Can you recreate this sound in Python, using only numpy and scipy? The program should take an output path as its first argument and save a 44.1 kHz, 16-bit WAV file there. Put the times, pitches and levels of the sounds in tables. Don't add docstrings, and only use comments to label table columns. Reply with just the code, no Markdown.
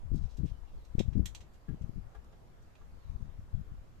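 import sys
import numpy as np
from scipy import signal
from scipy.fft import rfft, irfft
from scipy.io import wavfile
from scipy.ndimage import uniform_filter1d

SR = 44100
rng = np.random.default_rng(int(sys.argv[2]) if len(sys.argv) > 2 else 0)


def transcribe(u):
    v = np.clip(np.atleast_2d(u).T, -1, 1)
    q = np.round(v * 32767).astype(np.int16)
    wavfile.write(sys.argv[1], SR, q)


N = 176400


def amp(db):
    return 10 ** (np.asarray(db) / 20)


def unit_rms(x):
    return x / np.sqrt(np.mean(x ** 2) + 1e-30)


def curve_at(points, hz):
    f, value = np.transpose(points)
    return np.interp(np.log(hz + 1), np.log(f), value)


def add(mix, start_s, sound):
    part = mix[..., max(round(start_s * SR), 0):][..., :sound.shape[-1]]
    part += sound[..., :part.shape[-1]]


def freqs(size):
    return np.fft.rfftfreq(size, 1 / SR) + 1


def pan(left_over_right_db):
    return amp(np.array([[left_over_right_db], [-left_over_right_db]]) / 2)


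def click_from(spectrum_db):
    log_gain = np.log(amp(np.r_[spectrum_db, spectrum_db[-2:0:-1]]))
    return np.fft.ifft(np.exp(signal.hilbert(log_gain).conj())).real[:len(spectrum_db)]


def reverb_tail(t60_s, size=16384, damping_hz=9000, treble_t60_share=0.86):
    t = np.arange(size) / SR
    noise = rfft(rng.standard_normal((2, size)))
    treble = 1 / (1 + (damping_hz / freqs(size)) ** 6)
    decay_db = -60 * t / t60_s
    tail = irfft(noise * (1 - treble)) * amp(decay_db)
    tail += irfft(noise * treble) * amp(decay_db / treble_t60_share)
    tail *= np.minimum(t / 0.0012, 1)
    return tail / np.linalg.norm(tail, axis=1, keepdims=True)


# freq_hz, gain_db
HUSH_COLOUR = [(25, 0.27), (60, -6), (120, -12), (250, -21), (400, -23), (630, -25), (1200, -29),
               (1700, -34), (2500, -39.5), (4000, -43), (7000, -46), (9700, -53), (12500, -50),
               (14000, -51)]
# freq_hz, coherence (0-1)
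HUSH_COHERENCE = [(40, 0.2), (130, 0.51), (290, 0.29), (640, 0.45), (1400, 0), (3000, 0), (14000, 0.19)]

def hush(level_db=-55, flicker_db=1.5, top_hz=14280, left_lead_s=0.000274):
    frames, f = N // 256 + 5, freqs(1024)
    a, b, c, d, flicker = rng.standard_normal((5, frames, len(f)))
    flicker = unit_rms(uniform_filter1d(uniform_filter1d(flicker, 14, axis=0), 12, axis=1))
    coherence = curve_at(HUSH_COHERENCE, f)
    left = a + 1j * b
    right = coherence * left + np.sqrt(1 - coherence ** 2) * (c + 1j * d)
    right *= np.exp(-2j * np.pi * f * left_lead_s)
    colour = amp(curve_at(HUSH_COLOUR, f) + flicker_db * flicker) * (f < top_hz)
    spectra = np.array([left, right]) * colour
    _, air = signal.istft(spectra.transpose(0, 2, 1), nperseg=1024, noverlap=768)
    return amp(level_db) * pan(-0.5) * unit_rms(air[:, :N])


def gust(length_s, level_db, corner_hz, rise_s=0.0078, fall_s=0.0094, low_cut_hz=22.2, size=32768):
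    t, f = np.arange(size) / SR, freqs(size)
    colour = f ** -0.59 / np.hypot(1, (low_cut_hz / f) ** 2) / np.hypot(1, (f / corner_hz) ** 3.89)
    attack = np.sin(np.pi / 2 * np.minimum(t / rise_s, 1)) ** 2
    release = 1 / (1 + np.exp(np.minimum((t - length_s) / fall_s, 50)))
    lumps_db = 3 * unit_rms(irfft(rfft(rng.standard_normal(size)) * np.exp(-(f * 0.014) ** 2)))
    rumble = irfft(colour * np.exp(2j * np.pi * rng.random(len(f))))
    rumble *= attack * release * amp(lumps_db)
    return amp(level_db) * rumble * np.sqrt(length_s * SR) / np.linalg.norm(rumble)


# start_s, length_s, level_db, corner_hz
LEFT_GUSTS = [(.03, 0.098, -37, 119), (.113, 0.067, -26, 209), (0.191, 0.071, -28.5, 132),
              (.27, 0.13, -42, 67.5), (0.381, 0.036, -30.5, 205), (0.428, 0.028, -25.5, 236),
              (.475, 0.06, -34.5, 109), (0.561, 0.67, -44, 55.6), (0.977, 0.039, -24, 152),
              (1.019, 0.19, -34, 162), (1.15, 0.041, -23.5, 248), (1.189, 0.038, -23, 223),
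              (1.225, 0.038, -32.5, 214), (1.273, 0.13, -44, 101), (1.68, 0.033, -32, 235),
              (1.721, 0.039, -36, 222), (1.8, 0.14, -42, 194), (1.952, 0.034, -33.5, 214),
              (1.985, 0.091, -43.5, 124), (2.15, 0.044, -41.5, 64), (2.782, 0.25, -50.5, 94),
              (3.044, 0.081, -37.5, 124), (3.095, 0.085, -37, 180), (3.192, 0.096, -38, 180),
              (3.281, .16, -43.5, 108), (3.529, 0.084, -31.5, 141), (3.66, 0.17, -45, 78)]
RIGHT_GUSTS = [(0, 0.043, -44.5, 60), (0.701, 0.13, -45.5, 57), (3.332, 0.2, -54, 70),
               (3.659, .14, -49, 69)]

def wind():
    out = np.zeros((2, N))
    for side, gusts in zip(out, (LEFT_GUSTS, RIGHT_GUSTS)):
        for start_s, *settings in gusts:
            add(side, start_s, gust(*settings))
    return out


def rustle(length_s, level_db, centre_hz, width_octaves=0.77, grains_per_s=2200, grit_db=4):
    size = int(length_s * SR)
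    grains = rng.standard_normal(size) * amp(grit_db * np.minimum(rng.exponential(1, size), 3))
    grains *= rng.random(size) < grains_per_s / SR
    band = np.exp(-(np.log2(freqs(size) / centre_hz) / width_octaves) ** 2)
    return amp(level_db) * unit_rms(irfft(rfft(grains) * band, size) * np.hanning(size) ** 0.5)


# start_s, length_s, level_db, centre_hz
PAW_STROKES = [(0.126, 0.067, -76.5, 4630), (0.189, 0.092, -82, 4600), (0.275, 0.082, -79.5, 4640),
               (.44, 0.076, -80.5, 5430), (0.444, 0.068, -76.5, 2780), (0.665, 0.035, -87, 3170)]

def paws_and_fur():
    out = np.zeros(N)
    for start_s, *settings in PAW_STROKES:
        add(out, start_s, rustle(*settings))
    add(out, 0, rustle(length_s=1.39, level_db=-94, centre_hz=4500))
    return out


# centre_s, level_db, half_width_s
EDDIES = [(0.1184, -16, 0.0015), (.146, -16.5, 0.0014), (0.4436, -19.5, 0.0014), (.953, -12.5, 0.0017),
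          (0.9853, -15.5, 0.001), (1.0035, -9, 0.001), (1.009, -9.5, 0.00083), (1.089, -16, 0.0025),
          (1.159, -19.5, 0.0013), (1.195, -15.5, 0.0011), (1.692, -24, 0.0017), (1.745, -25.5, 0.0011),
          (1.814, -20, 0.0022), (1.844, -18.5, 0.003), (1.895, -20, 0.0016), (3.395, -27, 0.0025),
          (3.551, -20, 0.0027), (3.615, -22, 0.0026), (3.721, -25, 0.0028), (3.742, -32.5, 0.0018)]

def eddy_pops(spread=1.23):
    out, t = np.zeros((2, N)), np.arange(-SR // 20, SR // 20) / SR
    for centre_s, level_db, half_width_s in EDDIES:
        push = 1 / np.cosh(t / half_width_s * np.pi / 2)
        suction = 1 / np.cosh(t / half_width_s / spread) / spread / 2
        add(out[0], centre_s + t[0], amp(level_db) * (push - suction))
    return out


# freq_hz, gain_db
SNAP_COLOUR = [(200, -12), (700, -3), (1300, -5), (2000, 0), (2800, 2.5), (3900, 2), (4900, -2.5),
               (6000, 0), (7200, 1.5), (8500, -8), (9700, -18.5), (11200, -14.5), (12400, -10),
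               (14000, -23), (16000, -37)]
# start_s, energy_db, decay_s, tilt_db_per_octave, ring_hz, ring_db
SHELL_SNAPS = [(0.157, -46.5, 0.0012, 7, 5200, 4), (.238, -45, .003, -9, 5240, -4),
               (0.369, -42.5, 0.0089, 4, 4730, 7), (0.85, -47, 0.0021, 5, 4200, 11),
               (0.993, -22, 0.00091, -2, 3740, 9), (1.131, -41.5, 0.0034, -5.5, 2363, 2),
               (1.181, -52, .002, 4, 4950, 20), (1.2569, -22, 0.0017, 3, 6660, -3),
               (1.3485, -27.5, 0.0011, 0, 6100, 6), (1.4055, -38, 0.0088, -2, 6170, 4),
               (1.535, -50, 0.011, 3, 7100, -1), (1.819, -48, 0.0036, -1.5, 6000, 4),
               (2.245, -55, .002, 4, 6740, -3), (2.324, -52, .003, -3, 5000, 2),
               (2.623, -53.5, 0.0056, 5, 5900, 8), (2.7536, -44, 0.00072, -5, 2470, 9)]

def shell_snaps(rise_s=0.00057, fracture_share=0.35, ring_width_hz=230, size=2048):
    out, t, f = np.zeros(N), np.arange(size) / SR, freqs(size)
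    for start_s, energy_db, decay_s, tilt_db_per_octave, ring_hz, ring_db in SHELL_SNAPS:
        fractures = rng.standard_normal(size) * (rng.random(size) < fracture_share)
        spectrum = rfft(fractures * np.minimum(t / rise_s, 1) * np.exp(-t / decay_s))
        crackle = irfft(spectrum / np.sqrt(abs(spectrum) + 1e-9))[:size // 2]
        tilt_db = tilt_db_per_octave * np.log2(np.maximum(f, 1000) / 4000)
        resonance_db = ring_db / (1 + ((f - ring_hz) / ring_width_hz) ** 2)
        click = click_from(curve_at(SNAP_COLOUR, f) + tilt_db + resonance_db)
        snap = signal.fftconvolve(crackle, click)
        add(out, start_s, amp(energy_db) * snap / np.linalg.norm(snap))
    return out


# delay_s, left_gain, right_gain
WALL_ECHOES = [(.0021, .3, 0.72), (.0036, .2, .35), (.0069, .25, .35), (.0094, 0.17, 0.23),
               (0.0105, .25, .3)]

def balcony(sound):
    response = amp(3) * reverb_tail(t60_s=0.13) + amp(-16) * reverb_tail(t60_s=0.36)
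    response[:, 0] += 1
    for delay_s, left_gain, right_gain in WALL_ECHOES:
        add(response[0], delay_s * rng.uniform(1.0, 1.1), np.array([left_gain]))
        add(response[1], delay_s, np.array([right_gain]))
    return signal.fftconvolve(sound[None], response, axes=1)[:, :N]


# start_s, length_s, level_db, from_hz, to_hz
BIRD_WHISTLES = [(0.494, 0.071, -79, 3050, 2970), (0.661, 0.03, -77, 2970, 2600),
                 (.73, 0.16, -82.5, 5200, 3550), (2.943, .23, -82.5, 4900, 3630),
                 (3.52, 0.041, -79, 3350, 3380)]

def bird(slide_power=2.3, warble_depth=0.033):
    out = np.zeros(N)
    for start_s, length_s, level_db, from_hz, to_hz in BIRD_WHISTLES:
        progress = np.linspace(0, 1, int(length_s * SR))
        warble = unit_rms(uniform_filter1d(rng.standard_normal(len(progress)), size=90))
        slide_hz = to_hz + (from_hz - to_hz) * (1 - progress) ** slide_power
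        phase = 2 * np.pi * np.cumsum(slide_hz * (1 + warble_depth * warble)) / SR
        add(out, start_s, amp(level_db) * unit_rms(np.sin(np.pi * progress) * np.sin(phase)))
    return signal.fftconvolve(out[None], reverb_tail(t60_s=0.22), axes=1)[:, :N]


# pitch_hz, gain_db, t60_s
WOOD_MODES = [(432, 6, 0.17), (688, -2, 0.1), (810, 0, 0.12), (1170, 4, 0.083), (1370, -1, 0.15),
              (1643, -0.5, 0.14), (2370, -27, 0.083), (3260, -16, 0.13)]
# start_s, level_db, focus_hz
FAR_KNOCKS = [(1.679, -68.5, 1710), (2.145, -66, 800), (2.325, -79.5, 1710), (2.809, -76, 1170)]

def knocks(rise_s=0.0081, boost_db=8, smear_gain=0.42, smear_width_hz=90, size=8192):
    out, t, f = np.zeros((2, N)), np.arange(size) / SR, freqs(size)
    for start_s, level_db, focus_hz in FAR_KNOCKS:
        noise = rfft(rng.standard_normal((2, size)))
        body = np.zeros((2, size))
        for pitch_hz, gain_db, t60_s in WOOD_MODES:
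            focus_db = boost_db * np.exp(-((pitch_hz - focus_hz) / 200) ** 2)
            ring = np.sin(2 * np.pi * (pitch_hz * t + rng.random() + rng.uniform(0, 0.33, (2, 1))))
            smear = unit_rms(irfft(noise / (1 + 1j * (f - pitch_hz) / smear_width_hz)))
            body += (ring + smear_gain * smear) * amp(gain_db + focus_db - 60 * t / t60_s)
        add(out, start_s, amp(level_db) * unit_rms(body * np.minimum(t / rise_s, 1)))
    return out


def scene():
    squirrel = balcony(shell_snaps() + paws_and_fur()) * pan(-3.5)
    return squirrel + knocks() + bird() + wind() + eddy_pops() + hush()


def record(dry):
    low_pass = signal.firwin(511, cutoff=15450, window=("kaiser", 9), fs=SR)
    return signal.oaconvolve(dry, low_pass[None], "same")


dry = scene()
out = record(dry)
transcribe(out)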